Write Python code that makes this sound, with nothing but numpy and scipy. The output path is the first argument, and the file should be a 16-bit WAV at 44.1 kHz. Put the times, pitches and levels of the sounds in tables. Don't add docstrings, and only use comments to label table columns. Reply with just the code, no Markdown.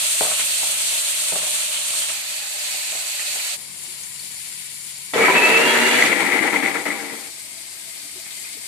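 import sys
import numpy as np
from scipy import signal
from scipy.fft import rfft, irfft, next_fast_len
from scipy.io import wavfile
from scipy.ndimage import uniform_filter1d

SR = 44100
rng = np.random.default_rng(int(sys.argv[2]) if len(sys.argv) > 2 else 0)


def amplitude_ratio(level_db):
    exponent = np.asarray(level_db, float) / 20
    return 10 ** exponent


def generate_wav(signal):
    frames = np.transpose(np.atleast_2d(signal))
    scaled = np.clip(frames, -1, 1) * 32767
    pcm = np.round(scaled).astype(np.int16)
    wavfile.write(sys.argv[1], SR, pcm)


N = 382347

CHANGES_S = [
    2.125,
    3.56,
    6.09,
]
PLACES = [0, 1, 2, 2]

# time in seconds, level in dB.
FRY_S_DB = [(0, -23), (.06, -21.5), (.9, -23), (1.62, -24.5), (1.8, -26), (1.97, -23.5), (2.12, -27),
            (2.16, -28.5), (2.5, -29.5), (2.62, -28), (3.54, -26.5), (3.575, -37), (4.2, -34.5), (4.5, -34),
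            (5.1, -36), (7.4, -36.5), (7.55, -37), (8.2, -35.5), (8.5, -35.5)]
# frequency in Hz, density in dB per Hz.
FRY_COLOUR_HZ_DB = [
    [(24, -69), (40, -60), (85, -33), (130, -21.5), (188, -26), (217, -23), (271, -29), (382, -29.5),
     (625, -16.5), (779, -19.5), (1630, -16), (2660, -6.5), (4240, -6.5), (5030, -14), (8630, -1),
     (14100, -17)],
    [(24, -75), (40, -20), (118, -27), (192, -17.5), (422, -22.5), (465, -14.5), (513, -21), (595, -11),
     (1440, -13), (2530, -1.5), (3230, -5), (4560, -3.5), (5030, -10.5), (8020, 0), (14100, -14)],
    [(24, -68), (40, -48), (86, -8.5), (136, -11.5), (179, -8), (364, -13), (422, -15.5), (1150, -11.5),
     (2180, -3), (2660, -8.5), (4450, -8), (5970, -11), (7270, -7), (9760, -4), (14100, -15)],
]
# frequency in Hz, left minus right in dB.
FRY_BALANCE_HZ_DB = [
    [(60, 9.0), (110, 13), (200, 18), (380, 6.5), (690, 0), (1270, -0.5), (2350, 1), (4330, -2.5),
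     (7980, -2), (14700, 9)],
    [(60, 13), (110, 9.5), (200, 17), (380, 7), (690, 0.5), (1270, -0.5), (2350, -1), (4330, -3.5),
     (7980, -2), (14700, 17)],
    [(60, 13), (110, 13), (200, 20), (380, 9.5), (690, -0.5), (1270, 3), (2350, 11.5), (4330, 0),
     (7980, 6.5), (14700, 15)],
]
# frequency in Hz, left-right correlation (-1 to 1).
FRY_ALIKE_HZ = [(60, 0.86), (180, 0.48), (540, 0.89), (1630, 0.03), (4890, 0.025), (14700, 0.03)]
# centre in Hz, width in Hz, gain in dB.
FRY_PEAKS_HZ_DB = [
    [(620, 60, 5.5), (11150, 1900, -3)],
    [(630, 150, 2.5), (10200, 1000, -2.5)],
    [(2300, 510, 0.5), (4470, 270, 2), (7320, 750, 6.5), (8200, 800, -1.5), (9040, 990, 4),
     (10100, 600, 3.5), (11400, 700, -3.5), (1500, 890, -9), (290, 94, -4.5)],
    [(2120, 220, 4.5), (2400, 200, 3), (4560, 400, 2), (5700, 500, 1), (7780, 700, 4), (8850, 900, 2.5),
     (9850, 600, -3), (11800, 900, -2.5), (1500, 1450, -9), (180, 27, -11.5)],
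]
PAN_DRONE_DB = [-44.5, -47.5, -57.5, -54.5]
# time in seconds, peak in dB.
SPITS_S_DB = [(0.034, -17.5), (0.7607, -29), (1.906, -14), (1.952, -18), (2.54, -27), (2.808, -25),
              (2.921, -14.5), (3.928, -35), (4.161, -28), (4.473, -30)]
# time in seconds, level in dB, t60 in seconds.
RUSTLES_S_DB = [
    (3.56, -54.5, 7.7),
    (7.3, -69, 8.9),
]
DRONE_SHARE = .3
SHAKEN_OIL_DB, SHAKEN_OIL_T60_S = -23, .4

# time in seconds, peak in dB, left minus right in dB.
KNOCKS_S_DB = [(0.205, -9.5, 15), (0.226, -17.5, 3), (0.247, -17.5, 3), (0.265, -21, 6),
               (0.311, -21.5, -1.5), (0.391, -22.5, 2), (0.629, -22, 3), (0.69, -27, 3), (0.925, -28.5, 10),
               (1.318, -16, 3), (1.353, -18, 5), (1.378, -26, 0), (1.425, -24, 3), (1.462, -25, 0),
               (1.934, -27.5, -1), (2.098, -30, -1), (2.741, -28, 3), (2.92, -27, 0.0), (2.948, -22.5, 3),
               (3.358, -26.5, 5)]
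# frequency in Hz, level in dB, t60 in seconds.
PAN_MODES_HZ_DB_S = [(143, -16, 0.059), (289, -4.5, 0.015), (432, -10, 0.11), (551, -5, 0.12),
                     (611, -8, 0.16), (653, -5, 0.11), (760, -0.5, 0.036), (930, -1.5, 0.02),
                     (1160, -12, 0.018), (1490, 0, 0.014), (2060, -1, 0.0083)]
SOFT_LOSS_DB_PER_DB, SOFT_BELOW_HZ = 0.48, 480
# time in seconds, peak in dB,
# frequency in Hz, t60 in seconds.
BUMPS_S_DB_HZ = [(0.314, -28, 1500, .02), (.631, -28, 870, 0.018), (1.324, -39, 182, .2),
                 (1.33, -42, 345, 0.26), (1.349, -47, 141, .1), (2.744, -32, 730, 0.025),
                 (3.357, -32, 720, .02), (6.334, -25, 400, 0.056), (6.44, -23.5, 435, 0.093),
                 (1.36, -40, 415, .15), (1.428, -32, 1010, 0.018), (1.938, -33, 1200, .015),
                 (2.102, -31, 1300, .015), (6.222, -23, 905, .06), (6.45, -24, 820, 0.075),
                 (6.536, -25, 1380, .06), (6.545, -22, 960, .04), (6.682, -24, 806, 0.046),
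                 (6.862, -29, 636, 0.054), (5.6, -24, 980, 0.12), (4.036, -30, 6470, .015),
                 (4.197, -30.5, 4430, 0.02), (5.14, -27.5, 3500, .03), (3.698, -61, 285, 0.082),
                 (3.88, -52, 358, 0.13), (4.229, -52, 620, 0.052), (5.158, -14.5, 455, 0.095),
                 (5.195, -16, 454.6, 0.22), (5.24, -17, 1274, 0.086), (5.28, -16.5, 987, 0.1),
                 (5.3, -16.5, 990, 0.094), (6.02, -38, 55, 0.044), (6.066, -30, 85, 0.018),
                 (6.097, -20, 350, 0.1), (6.66, -27, 560, .06), (7.128, -36.5, 225, 0.13),
                 (8.049, -44, 299, 0.068), (8.157, -43.5, 367, 0.08), (8.176, -43, 350, .06),
                 (5.283, -18, 810, 0.089), (5.7, -19.5, 926, 0.13), (6.232, -22, 345, .04),
                 (6.409, -19.5, 325, 0.078), (6.484, -29, 332, 0.048), (6.525, -21, 314, 0.082),
                 (6.755, -22, 1370, .03), (8.57, -43, 447, .05), (8.26, -48, 163, 0.078),
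                 (8.55, -46, 288, 0.072), (8.578, -48, 231, 0.074)]
# start in seconds, length in seconds, level in dB, frequency in Hz, t60 in seconds.
SCRAPES_S_DB_HZ = [(0.39, .04, -36, 3190, .004), (0.38, 0.05, -33.5, 2400, 0.005),
                   (.385, .04, -36, 3100, .003), (2.08, .04, -32, 2700, 0.0035),
                   (3.19, 0.016, -34, 1900, 0.012), (3.395, 0.024, -33, 2600, 0.0055),
                   (1.7, 0.11, -32.5, 3100, 0.0054), (1.6, 0.06, -40, 3400, 0.0059),
                   (7.951, 0.054, -52, 2180, .02), (8.25, 0.053, -44, 2200, .025),
                   (8.24, 0.045, -50, 2420, .025), (8.455, 0.042, -44, 2100, 0.028),
                   (8.3, 0.038, -40.5, 3800, 0.0043), (3.2, 0.034, -34, 2650, .006),
                   (2.0, 0.075, -32.5, 3160, 0.0045), (8.435, .05, -43, 2470, 0.031),
                   (8.525, .03, -47, 2300, .025)]

OFF_S, STOP_S, MAINS_HZ = 6.075, 7.5, 49.7
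# time in seconds, speed in turns per second.
SHAFT_S_HZ = [(5.17, 182), (5.25, 190), (5.3, 196.5), (5.36, 208), (5.43, 216.5), (5.51, 223.7),
              (5.63, 231.7), (5.85, 240.3), (6.07, 245)]
# frequency in Hz, level in dB.
SLOT_BODY_HZ_DB = [(2160, -41), (2215, -31), (2250, -17), (2290, -15.5), (2360, -27), (2500, -24),
                   (2560, -25), (2595, -17), (2630, -11.5), (2660, -14.5), (2700, -36), (2785, -18.5),
                   (2820, -28), (2850, -34), (2890, -26), (2920, -28), (2940, -53)]
# frequency in Hz, level in dB.
SHAKE_BODY_HZ_DB = [(180, -35), (189, -33), (196, -45), (222, -39), (232, -34.5), (238, -26), (246, -29.5)]
# multiple of twice the mains, level in dB, loss in dB per second.
SIDE_LINES_DB = [
    (1, -1.5, 8),
    (-1, -3, 3.5),
    (-2, -17, 4),
]
SHAFT_ORDERS = [2, 6, 8, 9, 10, 14]
# centre in Hz, width in Hz, gain in dB.
ORDER_PEAKS_HZ_DB = [(416, 32, 15), (456.3, 28, 18.5), (484.5, 11, 15), (1410, 70, 12), (1960, 55, 15),
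                     (2100, 90, 7), (2260, 95, 15), (2430, 60, 11), (3282, 70, 17), (3390, 43, 14)]

# time in seconds, level in dB.
LOAD_S_DB = [(5.13, -66), (5.137, -25.5), (5.21, -21.5), (6.07, -21), (6.66, -24), (6.87, -28),
             (7.0, -35.5), (7.2, -44), (7.29, -50)]
# frequency in Hz, density in dB per Hz.
RUN_COLOUR_HZ_DB = [(29, -69), (50, -39), (112, -30), (170, -16), (240, -4.5), (530, -3.5), (611, -6),
                    (687, -7), (979, -3.5), (1100, -7), (2030, -3.5), (4650, -15.5), (4990, -22),
                    (7280, -15), (10400, -20), (14100, -27.5)]
# frequency in Hz, density in dB per Hz.
COAST_COLOUR_HZ_DB = [(29, -72), (50, -64), (140, -19), (215, -3), (338, -4.5), (687, -8.5), (810, -4),
                      (1080, -10.5), (1330, -8), (1680, -6), (1990, 2.5), (2770, -12), (4540, -23.5),
                      (4990, -29.5), (8390, -20.5), (14100, -34)]
# frequency in Hz, left minus right in dB.
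RUN_BALANCE_HZ_DB = [(60, 8), (110, 5), (200, 15), (380, 7), (690, -6), (1270, -4.5), (2350, 6),
                     (4330, -3.5), (7980, -0.5), (14700, 7)]
# frequency in Hz, left minus right in dB.
COAST_BALANCE_HZ_DB = [(60, 13), (110, 18), (200, 21), (380, 11), (690, -1.5), (1270, 1.5), (2350, 14),
                       (4330, 0), (7980, 2.5), (14700, 27)]
# frequency in Hz, left-right correlation (-1 to 1).
GRINDER_ALIKE_HZ = [(60, 0.3), (150, 1), (380, 0.87), (940, 0.76), (2350, 0.0029), (5880, 0.07),
                    (14700, -0.092)]
# centre in Hz, width in Hz, gain in dB.
RUN_PEAKS_HZ_DB = [(297, 100, 0), (446, 36, 3.5), (620, 28, 9.5), (725, 90, 1.5), (970, 45, 3),
                   (1130, 150, -4), (1300, 32, 6.5), (2030, 480, 5.5), (2300, 120, 4)]
# centre in Hz, width in Hz, gain in dB.
COAST_PEAKS_HZ_DB = [(289, 22, 8.1), (348, 56, 5.5), (455, 10, 11), (820, 40, 1.6), (1374, 82, 4.1),
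                     (2180, 340, 2.6), (2340, 220, 3.9)]
# level in dB relative to a load of -22 dB, share of the load swing, gain in dB per
RUN_BANDS_DB = [
    (2, 0.85, -4.5),
    (0, 1.34, 2),
    (-8, 0.76, 4.5),
]
# level in dB relative to a load of -22 dB, share of the load swing, gain in dB per
COAST_BANDS_DB = [
    (-1.5, 1.1, 3.5),
    (3, 0.97, -2),
    (-7, 0.55, -5.5),
]
# time in seconds, housing gain in dB, jar gain in dB.
SURGES_S_DB = [(5.165, -2, -1.5), (5.218, 0, 0), (5.262, -6, 5), (5.295, 2.5, 4), (5.325, -2.5, -6),
               (5.36, 2.5, 5.5), (5.738, 1.5, 0), (5.9, -1.5, -3), (6.05, 4, 1), (6.125, 4, 4.5),
               (6.234, 1, -2), (6.484, 4.5, 1), (7.135, 7, 3)]
# time in seconds, loss in dB, slackening in seconds.
SLACKS_S_DB = [(6.09, 1.5, .02), (6.15, 2, .012), (6.19, 5, 0.1), (6.258, 2.5, .015), (6.31, 6.5, 0.028),
               (6.419, 5, 0.053), (6.52, 7.5, 0.033), (6.622, 10, 0.033), (6.74, 7, 0.043),
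               (6.852, 13, 0.054), (6.897, 1.5, 0.011), (7.045, -0.5, 0.011), (7.11, -1, 0.02)]
# time in seconds, peak in dB.
CATCHES_S_DB = [(5.1393, -26), (5.2056, -9), (5.5395, -7), (5.7778, -19), (5.8267, -5), (5.889, -1),
                (5.919, -14), (5.9854, 1), (6.003, -1), (6.0228, 3), (6.041, -9), (6.0714, -3),
                (6.1018, -11), (6.1272, -5), (6.213, -11), (6.2634, -7), (6.278, -11), (6.2909, -13),
                (6.3208, -6), (6.329, -6), (6.3901, -6), (6.426, -18), (6.434, -10), (6.466, -10),
                (6.4764, -7), (6.482, -8), (6.5303, -5), (6.541, -14), (6.5607, 0.5), (6.6256, -9),
                (6.632, -15), (6.645, -11), (6.653, -15), (6.66, -2), (6.678, -8), (6.7428, -8),
                (6.757, -10), (6.7987, -16), (6.866, -5.5), (6.903, -11), (6.9124, -7.5), (6.9543, -25),
                (6.9868, -22), (7.0002, -19), (7.0551, -25), (7.0975, -24), (7.1225, -22)]
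SURGE_S, CATCH_T60_S, TAKE_UP_S = 0.0093, 0.0068, 0.0036
HISS_SLACK_SHARE, STOP_FADE_S = 0.72, 0.023
CHANGE_OVER_S = 0.033

# frequency in Hz, level in dB.
HUM_HZ_DB = [(96.9, -71), (140.0, -65)]
KITCHEN_T60_S = 0.18
# frequency in Hz, gain in dB.
SHARED_COLOUR_HZ_DB = [(3800, -0.5), (4720, 1.5), (4800, 4.5), (4890, -8.5), (5050, 1.5), (5700, -0.5)]
RIPPLE_DB, RIPPLE_HZ = 3.5, 22.4
LEFT_LAG_S = .00007


def frying():
    t = np.arange(N) / SR
    sizzle_db, = in_time(FRY_S_DB)
    pops = grains(next_fast_len(N), 20000, spread_db=2.0, patchy_db=0.96, fast_hz=22.0)

    knock_s, knock_db, _ = np.transpose(KNOCKS_S_DB)
    shaken = strikes(knock_s + 0.0023, knock_db + SHAKEN_OIL_DB)
    shaken = signal.lfilter([1], [1, -amplitude_ratio(-60 / (SHAKEN_OIL_T60_S * SR))], shaken + 1e-18)
    for s, db, t60 in RUSTLES_S_DB:
        shaken += (t > s) * amplitude_ratio(db - 60 * np.abs(t - s) / t60)

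    edges = [0, *(int(s * SR) for s in CHANGES_S), N]
    out = np.zeros((2, N))
    for a, b, place, peaks, db in zip(edges, edges[1:], PLACES, FRY_PEAKS_HZ_DB, PAN_DRONE_DB):
        bubbles = heard(pops[:, a:b], FRY_COLOUR_HZ_DB[place], FRY_ALIKE_HZ, FRY_BALANCE_HZ_DB[place], peaks)
        body, sizzle = split(bubbles, 1310)
        here_db = sizzle_db[a:b]
        drone = amplitude_ratio(db + DRONE_SHARE * (here_db - here_db.mean()))
        out[:, a:b] = body * np.hypot(drone, shaken[a:b]) + sizzle * amplitude_ratio(here_db)

    spits = strikes(*np.transpose(SPITS_S_DB))
    snap = ring(spits, 2900, 0.0077) + ring(spits, 7300, 0.012)
    return out + amplitude_ratio(-2.0) * snap * [[1], [.6]]


def knocks():
    s, db, side_db = np.transpose(KNOCKS_S_DB)
    luck_db = rng.normal(0, 2.1, (len(s), len(PAN_MODES_HZ_DB_S)))
    pan = np.zeros(N)
    for k, (hz, top_db, t60) in enumerate(PAN_MODES_HZ_DB_S):
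        soft_db = (hz < SOFT_BELOW_HZ) * SOFT_LOSS_DB_PER_DB * (db + 18)
        blows = strikes(s + 0.00294, db + top_db - 10.5 + luck_db[:, k] + soft_db)
        pan += ring(blows, hz, t60) * (-1) ** k

    bumps = np.zeros(N)
    for bump_s, bump_db, hz, t60 in BUMPS_S_DB_HZ:
        push = ring(strikes([bump_s], bump_db + 0.5) * 6 * hz / SR, hz, 3.0 / hz)
        bumps += ring(push, hz, t60)

    side = amplitude_ratio(in_time(list(zip(s, side_db)))[0] / 2)
    return pan * [side, 1 / side] + bumps * amplitude_ratio([[3], [-5]]), pan + bumps


def scrapes():
    out = np.zeros((2, N))
    grit = rng.standard_normal((2, N)) * rng.exponential(1, N) ** 1.6
    for s, length_s, db, hz, t60 in SCRAPES_S_DB_HZ:
        a, b = int(s * SR), int((s + length_s) * SR)
        stroke = rms_one(ring(grit[:, a:b], hz, t60) + .5 * ring(grit[:, a:b], 2.1 * hz, 0.002))
        swell = np.sin(np.linspace(0, 1, b - a) ** 0.83 * np.pi)
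        out[:, a:b] += amplitude_ratio(db) * stroke * swell
    return signal.sosfilt(signal.butter(4, 900, "high", fs=SR, output="sos"), out)


def whine():
    t = np.arange(N) / SR
    on_s = SHAFT_S_HZ[0][0]
    turns_hz, = in_time(SHAFT_S_HZ)
    powered = np.clip((t - on_s) / 0.038, 0, 1) * np.clip((OFF_S - t) / 0.026, 0, 1)
    phase = 2 * np.pi * np.cumsum(turns_hz * (1 + .0015 * drift(40))) / SR

    slots = amplitude_ratio(at_hz(SLOT_BODY_HZ_DB, 12 * turns_hz) + 1.5 * drift(30)) * np.sin(12 * phase)
    for k, db, loss_db_per_s in SIDE_LINES_DB:
        line_db = at_hz(SLOT_BODY_HZ_DB, 12 * turns_hz + k * 2 * MAINS_HZ) + db
        line_db = line_db - loss_db_per_s * np.clip(t - on_s, 0, 1)
        slots += amplitude_ratio(line_db + 1.5 * drift(30)) * np.sin(12 * phase + k * 4 * np.pi * MAINS_HZ * t)

    orders = np.zeros(N)
    for k in SHAFT_ORDERS:
        order_db = resonances(ORDER_PEAKS_HZ_DB, k * turns_hz) - 44.5 + 2.1 * drift(17)
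        orders += amplitude_ratio(order_db) * np.sin(k * phase)

    shake = amplitude_ratio(at_hz(SHAKE_BODY_HZ_DB, turns_hz) - 1.0) * np.sin(phase)
    mono = powered * (slots + orders)
    return mono * amplitude_ratio([[1.5], [-1.5]]) + powered * shake * amplitude_ratio([[4], [-7]]), mono


def rattle():
    on, off, stop = int(LOAD_S_DB[0][0] * SR), int(OFF_S * SR), int(STOP_S * SR)
    fade = np.zeros(N)
    fade[on:stop] = np.clip(1 - (np.arange(on, stop) / SR - LOAD_S_DB[-1][0]) / STOP_FADE_S, 0, 1)

    pops = grains(next_fast_len(stop - on), 9000, spread_db=2.5, patchy_db=1.0, fast_hz=72)[:, :stop - on]
    backward = pops[::-1, ::-1]
    run = heard(pops, RUN_COLOUR_HZ_DB, GRINDER_ALIKE_HZ, RUN_BALANCE_HZ_DB, RUN_PEAKS_HZ_DB)
    coast = heard(backward, COAST_COLOUR_HZ_DB, GRINDER_ALIKE_HZ, COAST_BALANCE_HZ_DB, COAST_PEAKS_HZ_DB)

    powered = np.exp(-np.clip(np.arange(on, stop) - off, 0, None) / (CHANGE_OVER_S * SR))
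    coasting = np.sqrt(1 - powered ** 2)
    out = np.zeros((2, N))
    for start, part, bands, share in [(on, run, RUN_BANDS_DB, powered), (off, coast, COAST_BANDS_DB, coasting)]:
        levels_db = hammering(bands, start / SR)
        for band, db in zip(split(part, 1330, 3190), levels_db):
            out[:, on:stop] += share * band * amplitude_ratio(db[on:stop])

    catch_s, catch_db = np.transpose(CATCHES_S_DB)
    grating = signal.lfilter([1], [1, -amplitude_ratio(-60 / (CATCH_T60_S * SR))], strikes(catch_s, catch_db - 9))
    grating = grating * rng.standard_normal(N) * 0.24
    jar = ring(grating, 1984, 0.029) - ring(grating, 2210, 0.014)
    return out * fade + jar * amplitude_ratio([[3], [-3]])


def hammering(bands, start_s):
    now = np.arange(N) / SR
    t = now[::40]
    load_db, = in_time(LOAD_S_DB)
    slack, housing, jar = np.zeros((3, len(t)))
    for s, db, fall_s in SLACKS_S_DB:
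        slack += db * np.exp(np.where(t < s, (t - s) / fall_s, (s - t) / TAKE_UP_S))
    for s, housing_db, jar_db in SURGES_S_DB:
        surge = np.exp(-((t - s) / SURGE_S) ** 2 / 2)
        housing += housing_db * surge
        jar += jar_db * surge

    levels_db = []
    for (db, share, db_per_s), jolt in zip(bands, [housing - slack, jar - slack, -HISS_SLACK_SHARE * slack]):
        steady_db = db - 22 + share * (load_db + 22) + db_per_s * (now - start_s)
        levels_db.append(steady_db + np.interp(now, t, jolt))
    return levels_db


def hum():
    t = np.arange(N) / SR
    lines = sum(amplitude_ratio(db + 5.5 + 1.5 * drift(5.5)) * np.sin(2 * np.pi * hz * t) for hz, db in HUM_HZ_DB)
    return lines * (t > CHANGES_S[1]) * np.where(t > OFF_S, .3, 1) * amplitude_ratio([[4.5], [-9]])


def kitchen(x):
    size = next_fast_len(N + SR)
    w = 2 * np.pi * np.arange(size // 2 + 1) / size
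    out = np.zeros((2, len(w)), complex)
    for k, lag in enumerate(rng.uniform(.008, .03, 12) * SR):
        loop = amplitude_ratio(-60 * lag / SR / KITCHEN_T60_S) * np.exp(-1j * w * lag) / (1 + w * 0.5)
        out[k % 2] += loop / (1 - loop) * (-1) ** (k // 2)
    out *= w ** 2 / (w ** 2 + (2 * np.pi * 350 / SR) ** 2)
    return irfft(out * rfft(x, size), size)[:, :N]


def heard(pair, colour, alike, balance, peaks):
    length = pair.shape[1]
    size = next_fast_len(length)
    hz = np.arange(size // 2 + 1) * SR / size
    ripple = uniform_filter1d(rng.standard_normal(len(hz)), int(RIPPLE_HZ * size / SR) + 1)
    db = at_hz(colour, hz) + at_hz(SHARED_COLOUR_HZ_DB, hz) + resonances(peaks, hz)
    db += RIPPLE_DB * rms_one(ripple) / (1 + hz / 2500)

    c = np.clip(at_hz(alike, hz), -.99, .99)
    left = amplitude_ratio(at_hz(balance, hz) / 2)
    right = 1 / left
    lag = 2 * np.pi * hz * LEFT_LAG_S
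    mid, side = rfft(pair, size) * [np.sqrt(1 + c), np.sqrt(1 - c)]
    even = amplitude_ratio(db) / np.sqrt(left ** 2 + right ** 2 + 2 * c * left * right * np.cos(lag))
    ports = np.array([left * np.exp(-1j * lag) * (mid + side), right * (mid - side)])
    return irfft(ports * even, size)[:, :length]


def grains(size, per_s, spread_db, patchy_db, fast_hz):
    sizes = amplitude_ratio(spread_db * np.minimum(rng.exponential(1, (2, size)), 5)) * rng.choice([-1, 1], (2, size))
    pops = rfft(sizes * (rng.random((2, size)) < per_s / SR))
    together = drift(fast_hz / 3)
    out = 0
    for share in octave_shares(size, np.geomspace(150, 13000, 10)):
        flicker = amplitude_ratio(patchy_db * (.5 * together + drift(fast_hz)))[:size]
        out = out + irfft(pops * share, size)[:, :N] * flicker
    return out


def ring(clicks, hz, t60):
    r, w = amplitude_ratio(-60 / (t60 * SR)), 2 * np.pi * hz / SR
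    return signal.lfilter([0, np.sin(w)], [1, -2 * r * np.cos(w), r * r], clicks + 1e-18)


def strikes(times_s, db):
    clicks = np.zeros(N)
    clicks[(np.asarray(times_s) * SR).astype(int)] = amplitude_ratio(db)
    return clicks


def drift(rate_hz):
    r = np.exp(-80 * np.pi * rate_hz / SR)
    slow = signal.lfilter([1], [1, -2 * r, r * r], rng.standard_normal(N // 40 + 2002))[2000:]
    return np.interp(np.arange(N) / 40, np.arange(len(slow)), rms_one(slow))


def split(x, *edges_hz):
    length = x.shape[1]
    size = next_fast_len(length)
    shares = octave_shares(size, np.outer(edges_hz, [.92, 1.08]).ravel())
    middle = [a + b for a, b in zip(shares[1:-1:2], shares[2::2])]
    spectrum = rfft(x, size)
    return [rms_one(irfft(spectrum * part, size)[:, :length]) for part in [shares[0], *middle, shares[-1]]]


def octave_shares(size, centres_hz):
    hz = np.log(np.arange(size // 2 + 1) * SR / size + 1)
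    return [np.interp(hz, np.log(centres_hz), row) for row in np.eye(len(centres_hz))]


def resonances(peaks, hz):
    return sum(top_db / (1 + (2 * (hz - f) / width) ** 2) for f, width, top_db in peaks)


def at_hz(points, hz):
    points = np.array(points, float)
    return np.interp(np.log(hz + 1), np.log(points[:, 0] + 1), points[:, 1])


def in_time(rows):
    s, *columns = np.transpose(rows)
    return [np.interp(np.arange(N) / SR, s, column) for column in columns]


def rms_one(x):
    return x / np.sqrt(np.mean(np.mean(np.atleast_2d(x), axis=0) ** 2) + 1e-20)


def scene():
    blows, blows_mono = knocks()
    song, song_mono = whine()
    room = kitchen(amplitude_ratio(-8.0) * blows_mono + amplitude_ratio(-5.0) * song_mono)
    return frying() + blows + scrapes() + song + rattle() + hum() + room


def roll_off(x):
    return signal.sosfilt(signal.butter(12, 15300, fs=SR, output="sos"), x)


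def record(dry):
    thin = signal.sosfilt(signal.butter(2, 80, "high", fs=SR, output="sos"), dry)
    rumble_band = signal.butter(2, [35, 80], "band", fs=SR, output="sos")
    rumble = signal.sosfilt(rumble_band, rng.standard_normal((2, N)))
    rounded = np.tanh(thin + amplitude_ratio(-82.0) * rms_one(rumble * [[1], [.4]]))
    mix = signal.sosfilt(signal.ellip(12, .5, 75, 14230, fs=SR, output="sos"), rounded)
    return roll_off(mix)


dry = scene()
out = record(dry)
generate_wav(out)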